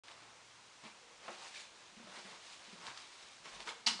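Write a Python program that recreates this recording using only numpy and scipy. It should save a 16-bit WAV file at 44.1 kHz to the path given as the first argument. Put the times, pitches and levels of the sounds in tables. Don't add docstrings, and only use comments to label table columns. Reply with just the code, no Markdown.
import sys
import numpy as np
from scipy import signal
from scipy.fft import rfft, irfft
from scipy.io import wavfile
from scipy.ndimage import uniform_filter1d

SR = 44100
rng = np.random.default_rng(int(sys.argv[2]) if len(sys.argv) > 2 else 0)


def magnitude_from_level(level_db):
    exponent = np.asarray(level_db, float) / 20
    return 10 ** exponent


def wav_record(signal):
    frames = np.transpose(np.atleast_2d(signal))
    bounded = np.clip(frames, -1, 1)
    quanta = np.round(bounded * 32767).astype(np.int16)
    wavfile.write(sys.argv[1], SR, quanta)


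N = 176400


def evened(x):
    return x / np.sqrt(np.mean(x ** 2) + 1e-20)


def read_curve(points, hz):
    f, value = np.transpose(points)
    return np.interp(np.log(hz + 1), np.log(f + 1), value)


def colour(x, points):
    hz = np.fft.rfftfreq(len(x), 1 / SR)
    return evened(irfft(rfft(x) * magnitude_from_level(read_curve(points, hz)), len(x)))


def add(mix, start_s, sound):
    part = mix[round(start_s * SR):][:len(sound)]
    part += sound[:len(part)]


def resonate(x, hz, width):
    turn = np.exp(2j * np.pi * hz * np.arange(len(x)) / SR)
    r = np.exp(-np.pi * width / SR)
    return 2 * (turn * signal.lfilter([1 - r], [1, -r], x / turn)).real


def resonate_twice(x, hz, width):
    return resonate(resonate(x, hz, width), hz, width)


def wander(count, size):
    return evened(uniform_filter1d(uniform_filter1d(rng.standard_normal(count), size=size), size=size))


# frequency in Hz, level per Hz in dB.
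HISS = [(15, -49), (25, -14.5), (665, -4), (1020, -2), (1870, -5), (2470, -4), (6280, -8), (8720, -14),
        (10400, -22.5), (13500, -58), (22000, -120)]


def background():
    hiss_db, hum_db = -60.5, -77
    hum_hz, rise_hz, width_hz, end_s = 114.3, 9.0, 3.7, 0.76
    t = np.arange(N) / SR
    pitch_hz = hum_hz + rise_hz * np.minimum(t / end_s - 0.5, 0.5)
    hum = np.sin(2 * np.pi * np.cumsum(pitch_hz) / SR)
    hum = hum + 0.15 * evened(resonate(rng.standard_normal(N), hum_hz, width_hz))
    hum = hum * magnitude_from_level(hum_db) * np.clip((end_s - t) / 0.1, 0.25, 1)
    return magnitude_from_level(hiss_db) * colour(rng.standard_normal(N), HISS) + hum


def patchy(x):
    patch_db = 1.4
    z = signal.stft(x, nperseg=256)[2]
    patches = uniform_filter1d(rng.standard_normal(z.shape), size=4, axis=0)
    patches = evened(uniform_filter1d(patches, size=8, axis=1))
    return evened(signal.istft(z * magnitude_from_level(patch_db * patches), nperseg=256)[1][:N])


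def fibres(points):
    fibres_per_s, spread_db, flutter_db = 9000, 2.0, 1.2
    size = magnitude_from_level(spread_db * np.minimum(rng.exponential(1, N), 4))
    slipping = rng.random(N) < fibres_per_s / SR
    slips = evened(rng.standard_normal(N) * size * slipping)
    slips = slips + 0.82 * rng.standard_normal(N)
    return patchy(colour(slips, points)) * magnitude_from_level(flutter_db * wander(N, 500))


# peak in seconds, rise in seconds, fall in seconds, level in dB,
# share of cloth from 0 to 1.
STROKES = [(.095, 0.018, 0.043, -58.5, 0.24), (.25, 0.086, 0.085, -63, 0.01),
           (.865, 0.033, 0.033, -56, 0.34), (1.1, 0.14, 0.09, -69, 0.06), (1.25, 0.028, 0.03, -55.5, 0.24),
           (1.34, 0.043, 0.059, -55.5, 0.66), (1.43, 0.033, 0.041, -56.5, 0.3),
           (1.466, 0.039, 0.028, -52.5, 0.82), (1.578, 0.043, 0.049, -51.5, 0.95),
           (1.85, 0.12, .06, -63.5, 0.6), (2.01, 0.06, 0.057, -60, 0.34), (2.09, 0.019, 0.065, -58, 0.18),
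           (2.175, 0.039, 0.037, -52.5, 0.5), (2.3, 0.068, 0.054, -53, 0.48),
           (2.49, 0.07, 0.053, -55.5, 0.9), (2.66, 0.15, 0.13, -58.5, 0.75), (2.88, 0.065, 0.037, -52, 0.4),
           (3.0, 0.057, 0.054, -55.5, 0.71), (3.17, 0.08, 0.16, -59, 0.85),
           (3.464, 0.019, 0.044, -52.5, 0.35), (3.555, 0.031, 0.029, -53.5, 0.47),
           (3.61, 0.015, 0.027, -53, 0.56), (3.687, 0.02, 0.021, -46, 0.6), (3.73, .03, 0.063, -63, 0.3)]
# frequency in Hz, level per Hz in dB.
SCUFF = [(88, -51), (150, -12), (1020, 0.5), (1790, -5.5), (2210, -5.5), (4540, -14.5), (8390, -31),
         (10000, -30), (13000, -59), (22000, -120)]
# frequency in Hz, level per Hz in dB.
CLOTH = [(350, -39), (600, -15.5), (1450, -10), (2310, -2), (2700, -3.5), (3640, -1.5), (6610, -7.5),
         (9000, -14), (10400, -20.5), (13500, -52), (22000, -120)]


def strokes():
    t = np.arange(N) / SR
    sole_power, cloth_power = np.zeros(N), np.zeros(N)
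    for peak, rise, fall, db, cloth_share in STROKES:
        power = magnitude_from_level(2 * db) * np.exp(-((t - peak) / np.where(t < peak, rise, fall)) ** 2)
        sole_power += (1 - cloth_share) * power
        cloth_power += cloth_share * power
    return np.sqrt(sole_power) * fibres(SCUFF) + np.sqrt(cloth_power) * fibres(CLOTH)


# start in seconds, peak
# level in dB, centre in Hz, width in Hz.
CLICKS = [(0.0835, -40.5, 3200, 2200), (.0847, -45, 2200, 1200), (.1137, -45, 3100, 1500),
          (.1140, -50, 7500, 4000), (.8385, -52, 800, 700), (.8675, -51, 2600, 400),
          (.8800, -50.5, 1035, 400), (1.2800, -42, 2100, 1200), (1.2826, -41, 950, 500),
          (1.2855, -38, 1100, 1300), (1.307, -43.5, 7000, 2500), (2.8684, -30.5, 3600, 2600),
          (2.8736, -39, 4400, 2000), (2.8780, -45, 1100, 600), (2.8845, -38, 1310, 900),
          (2.8847, -45, 5100, 1500), (2.9033, -38, 2600, 2500), (2.9152, -41, 1600, 1500),
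          (2.975, -35, 3600, 2600), (2.9775, -36, 4500, 2400), (3.675, -33, 3000, 2000),
          (3.6796, -40, 5000, 2500), (3.6873, -37, 1450, 500), (3.6916, -33, 3600, 1500),
          (1.5570, -46, 3580, 700), (1.5660, -47, 3700, 600), (1.577, -46, 3800, 600),
          (1.5720, -47, 2350, 300), (3.8660, -21.5, 4700, 1090), (3.868, -26, 4360, 900),
          (3.8850, -31, 4320, 1200), (3.886, -26, 2930, 704), (3.911, -29, 5030, 900),
          (3.6800, -40.5, 1310, 200), (3.6880, -39, 2190, 200)]


def clicks():
    out = np.zeros(N)
    pulse = -1.0 * (np.arange(1500) == 0)
    for start_s, db, hz, width in CLICKS:
        ring = resonate_twice(pulse, hz, width)
        add(out, start_s, magnitude_from_level(db) * ring / abs(ring).max())
    return out


# start in seconds, level in dB, centre in Hz, width in Hz,
# time to fall 60 dB in seconds.
TICKS = [(.0835, -43, 2500, 2000, 0.04), (.1145, -47, 3000, 2000, 0.03), (1.279, -35.5, 730, 1200, 0.21),
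         (1.279, -42.5, 2270, 1500, 0.076), (1.554, -44, 2340, 300, 0.2), (1.54, -46, 1699, 300, 0.14),
         (2.172, -43, 1000, 1010, 0.044), (2.73, -48, 2200, 2000, .03), (2.869, -42, 3400, 2100, 0.017),
         (2.873, -42.5, 1210, 640, 0.13), (2.877, -46, 5200, 1500, 0.03), (2.897, -45, 1600, 1500, 0.03),
         (2.973, -42, 1500, 1200, .04), (2.978, -46, 3470, 2100, .02), (3.866, -23, 4680, 1500, 0.032),
         (3.4547, -46, 2500, 3000, .04), (3.6038, -36, 3100, 3800, 0.02), (3.67, -38, 1410, 500, 0.17),
         (3.69, -38, 3400, 900, 0.094), (3.704, -40.5, 985, 400, 0.16), (3.993, -40.5, 1400, 3000, .05),
         (2.73, -52, 454, 300, 0.18), (.848, -49, 2350, 600, 0.33), (1.415, -48, 945, 500, 0.33)]


def ticks():
    click_gain, length = 3.6, 6000
    out, t = np.zeros(N), np.arange(length) / SR
    pulse = 1.0 * (np.arange(length) == 12)
    for start_s, db, hz, width, t60 in TICKS:
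        crackle = evened(resonate_twice(rng.standard_normal(length), hz, width))
        crackle = crackle * np.minimum(t / np.maximum(0.0006, 2 / width), 1) * magnitude_from_level(-60 * t / t60)
        click = resonate_twice(pulse, hz, width)
        click = click_gain * (width > 2200) * click / abs(click).max()
        add(out, start_s, magnitude_from_level(db - 8) * (crackle + click))
    return signal.sosfilt(signal.butter(3, [200, 7800], "band", fs=SR, output="sos"), out)


# start in seconds, level in dB, board pitch in Hz, time to fall 60 dB in seconds.
THUDS = [(.835, -61, 290, .2), (.831, -55, 150, 0.18), (.845, -58.5, 212, 0.29), (1.028, -59, 475, 0.18),
         (1.105, -59, 474, 0.21), (1.281, -49.5, 239, 0.14), (1.925, -62, 200, 0.14),
         (1.966, -48, 214, 0.1), (1.998, -48, 236, .14), (2.04, -53.5, 202, 0.16), (2.074, -60, 193, 0.4),
         (2.068, -50, 602, 0.13), (2.245, -55, 195, 0.2), (2.678, -59.5, 208, 0.27),
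         (2.727, -48.5, 201, 0.15), (2.781, -60, 171, 0.19), (2.835, -59, 159, .2), (2.88, -59, 130, 0.25),
         (3.399, -66, 161, 0.18), (3.455, -63, 161, 0.17), (3.56, -63, 170, 0.18), (3.672, -50, 469, 0.37),
         (3.864, -43.5, 237.4, 0.25), (3.908, -44.5, 225, .15), (3.945, -53.5, 192, .3),
         (3.52, -67, 44.7, 0.67), (3.865, -60, 60.3, 0.15), (2.87, -68, 60, .3), (.085, -75, 50, .2)]


def thuds():
    rise_s, blur_gain, length = 0.004, 0.35, 9000
    out, t = np.zeros(N), np.arange(length) / SR
    for start_s, db, hz, t60 in THUDS:
        board = np.sin(2 * np.pi * hz * t) * magnitude_from_level(-25 * t / t60)
        overtone = 0.56 * np.sin(2 * np.pi * 2.1 * hz * t) * magnitude_from_level(-90 * t / t60)
        blur = blur_gain * evened(resonate_twice(rng.standard_normal(length), hz, hz * 0.82))
        shape = (1 - np.exp(-t / rise_s)) * magnitude_from_level(db - 0.5 - 60 * t / t60)
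        add(out, start_s, (board + overtone + blur) * shape)
    return out


# frequency in Hz, level per Hz in dB.
SNAP = [(350, -46), (600, -21), (838, -11), (1490, -27), (1960, -12.5), (3510, -5.5), (4350, 0),
        (8490, -20.5), (10400, -30), (13500, -64), (22000, -120)]
# frequency in Hz, level per Hz in dB.
SNAP_TAIL = [(350, -49), (600, -22), (900, -1.5), (1840, -9), (1930, -7), (4560, -5), (8190, -11.5),
             (10400, -26), (13500, -59), (22000, -120)]
# centre in Hz, width in Hz, level in dB.
SNAP_RING = [(1238, 19, -6.5), (1975, 38, -6.5), (2930, 67, 0.5), (3950, 36, -2), (4200, 26, -7),
             (4570, 37, -1), (4920, 22, 0.5)]


def snap():
    snap_s, lead_s, hold_s, length = 3.8657, 0.003, 0.011, 8000
    snap_db, lead_db, tail_db, ring_db, rattle_db = -28.5, -9, -7, -4, 1.5
    crack_t60, tail_t60 = 0.055, 0.24
    out, t = np.zeros(N), np.arange(length) / SR
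    rings = np.zeros(length)
    for hz, width, db in SNAP_RING:
        rings += magnitude_from_level(db) * evened(resonate(rng.standard_normal(length), hz, width))
    rings = evened(rings)
    crack = colour(rng.standard_normal(length), SNAP) + magnitude_from_level(ring_db) * rings
    tail = colour(rng.standard_normal(length), SNAP_TAIL) + magnitude_from_level(ring_db - 9) * rings

    after = np.maximum(t - lead_s - hold_s, 0)
    lead_in = magnitude_from_level(lead_db) * np.minimum(t / 0.00082, 1)
    crack = crack * np.where(t < lead_s, lead_in, magnitude_from_level(-60 * after / crack_t60))
    tail = tail * magnitude_from_level(rattle_db * wander(length, 60))
    tail = tail * np.clip((t - lead_s) / hold_s, 0, 1) * magnitude_from_level(tail_db - 60 * after / tail_t60)
    add(out, snap_s - lead_s, magnitude_from_level(snap_db) * (crack + tail))
    return out


# frequency in Hz, time to fall 60 dB in seconds.
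HALL_T60 = [(200, 0.39), (1000, 0.47), (4000, 0.45), (9000, 0.4)]


def hall(x):
    taps = np.zeros(20000)
    at = np.arange(200, 19980, 20)
    taps[at + rng.integers(0, 20, len(at))] = rng.choice([-1.0, 1.0], len(at))
    hz, t, z = signal.stft(taps, SR, nperseg=256)
    fading = z * magnitude_from_level(-60 * t / read_curve(HALL_T60, hz)[:, None])
    tail = signal.istft(fading, SR, nperseg=256)[1]
    return signal.fftconvolve(x, tail / np.linalg.norm(tail))[:N]


def scene():
    hall_db = -7.5
    near = strokes() + clicks() + ticks() + thuds() + snap()
    return np.tile(background() + near + magnitude_from_level(hall_db) * hall(near), (2, 1))


def top_cut(x):
    return signal.sosfilt(signal.butter(12, 12320, fs=SR, output="sos"), x)


def record(dry):
    start_s, edge_hz, shift_hz, image_db = 0.0358, 10450, 5500, -38
    t = np.arange(N) / SR
    low_pass = signal.firwin(141, edge_hz, window=("kaiser", 7), fs=SR)
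    kept = signal.oaconvolve(dry, low_pass[None], "same")
    shifted = kept * 2 * np.cos(2 * np.pi * shift_hz * t)
    image_band = signal.firwin(301, [11200, 12300], pass_zero=False, window=("kaiser", 8), fs=SR)
    image = signal.oaconvolve(shifted, image_band[None], "same")
    started = np.arange(N) >= start_s * SR
    return top_cut((kept + magnitude_from_level(image_db) * image) * started)


dry = scene()
out = record(dry)
wav_record(out)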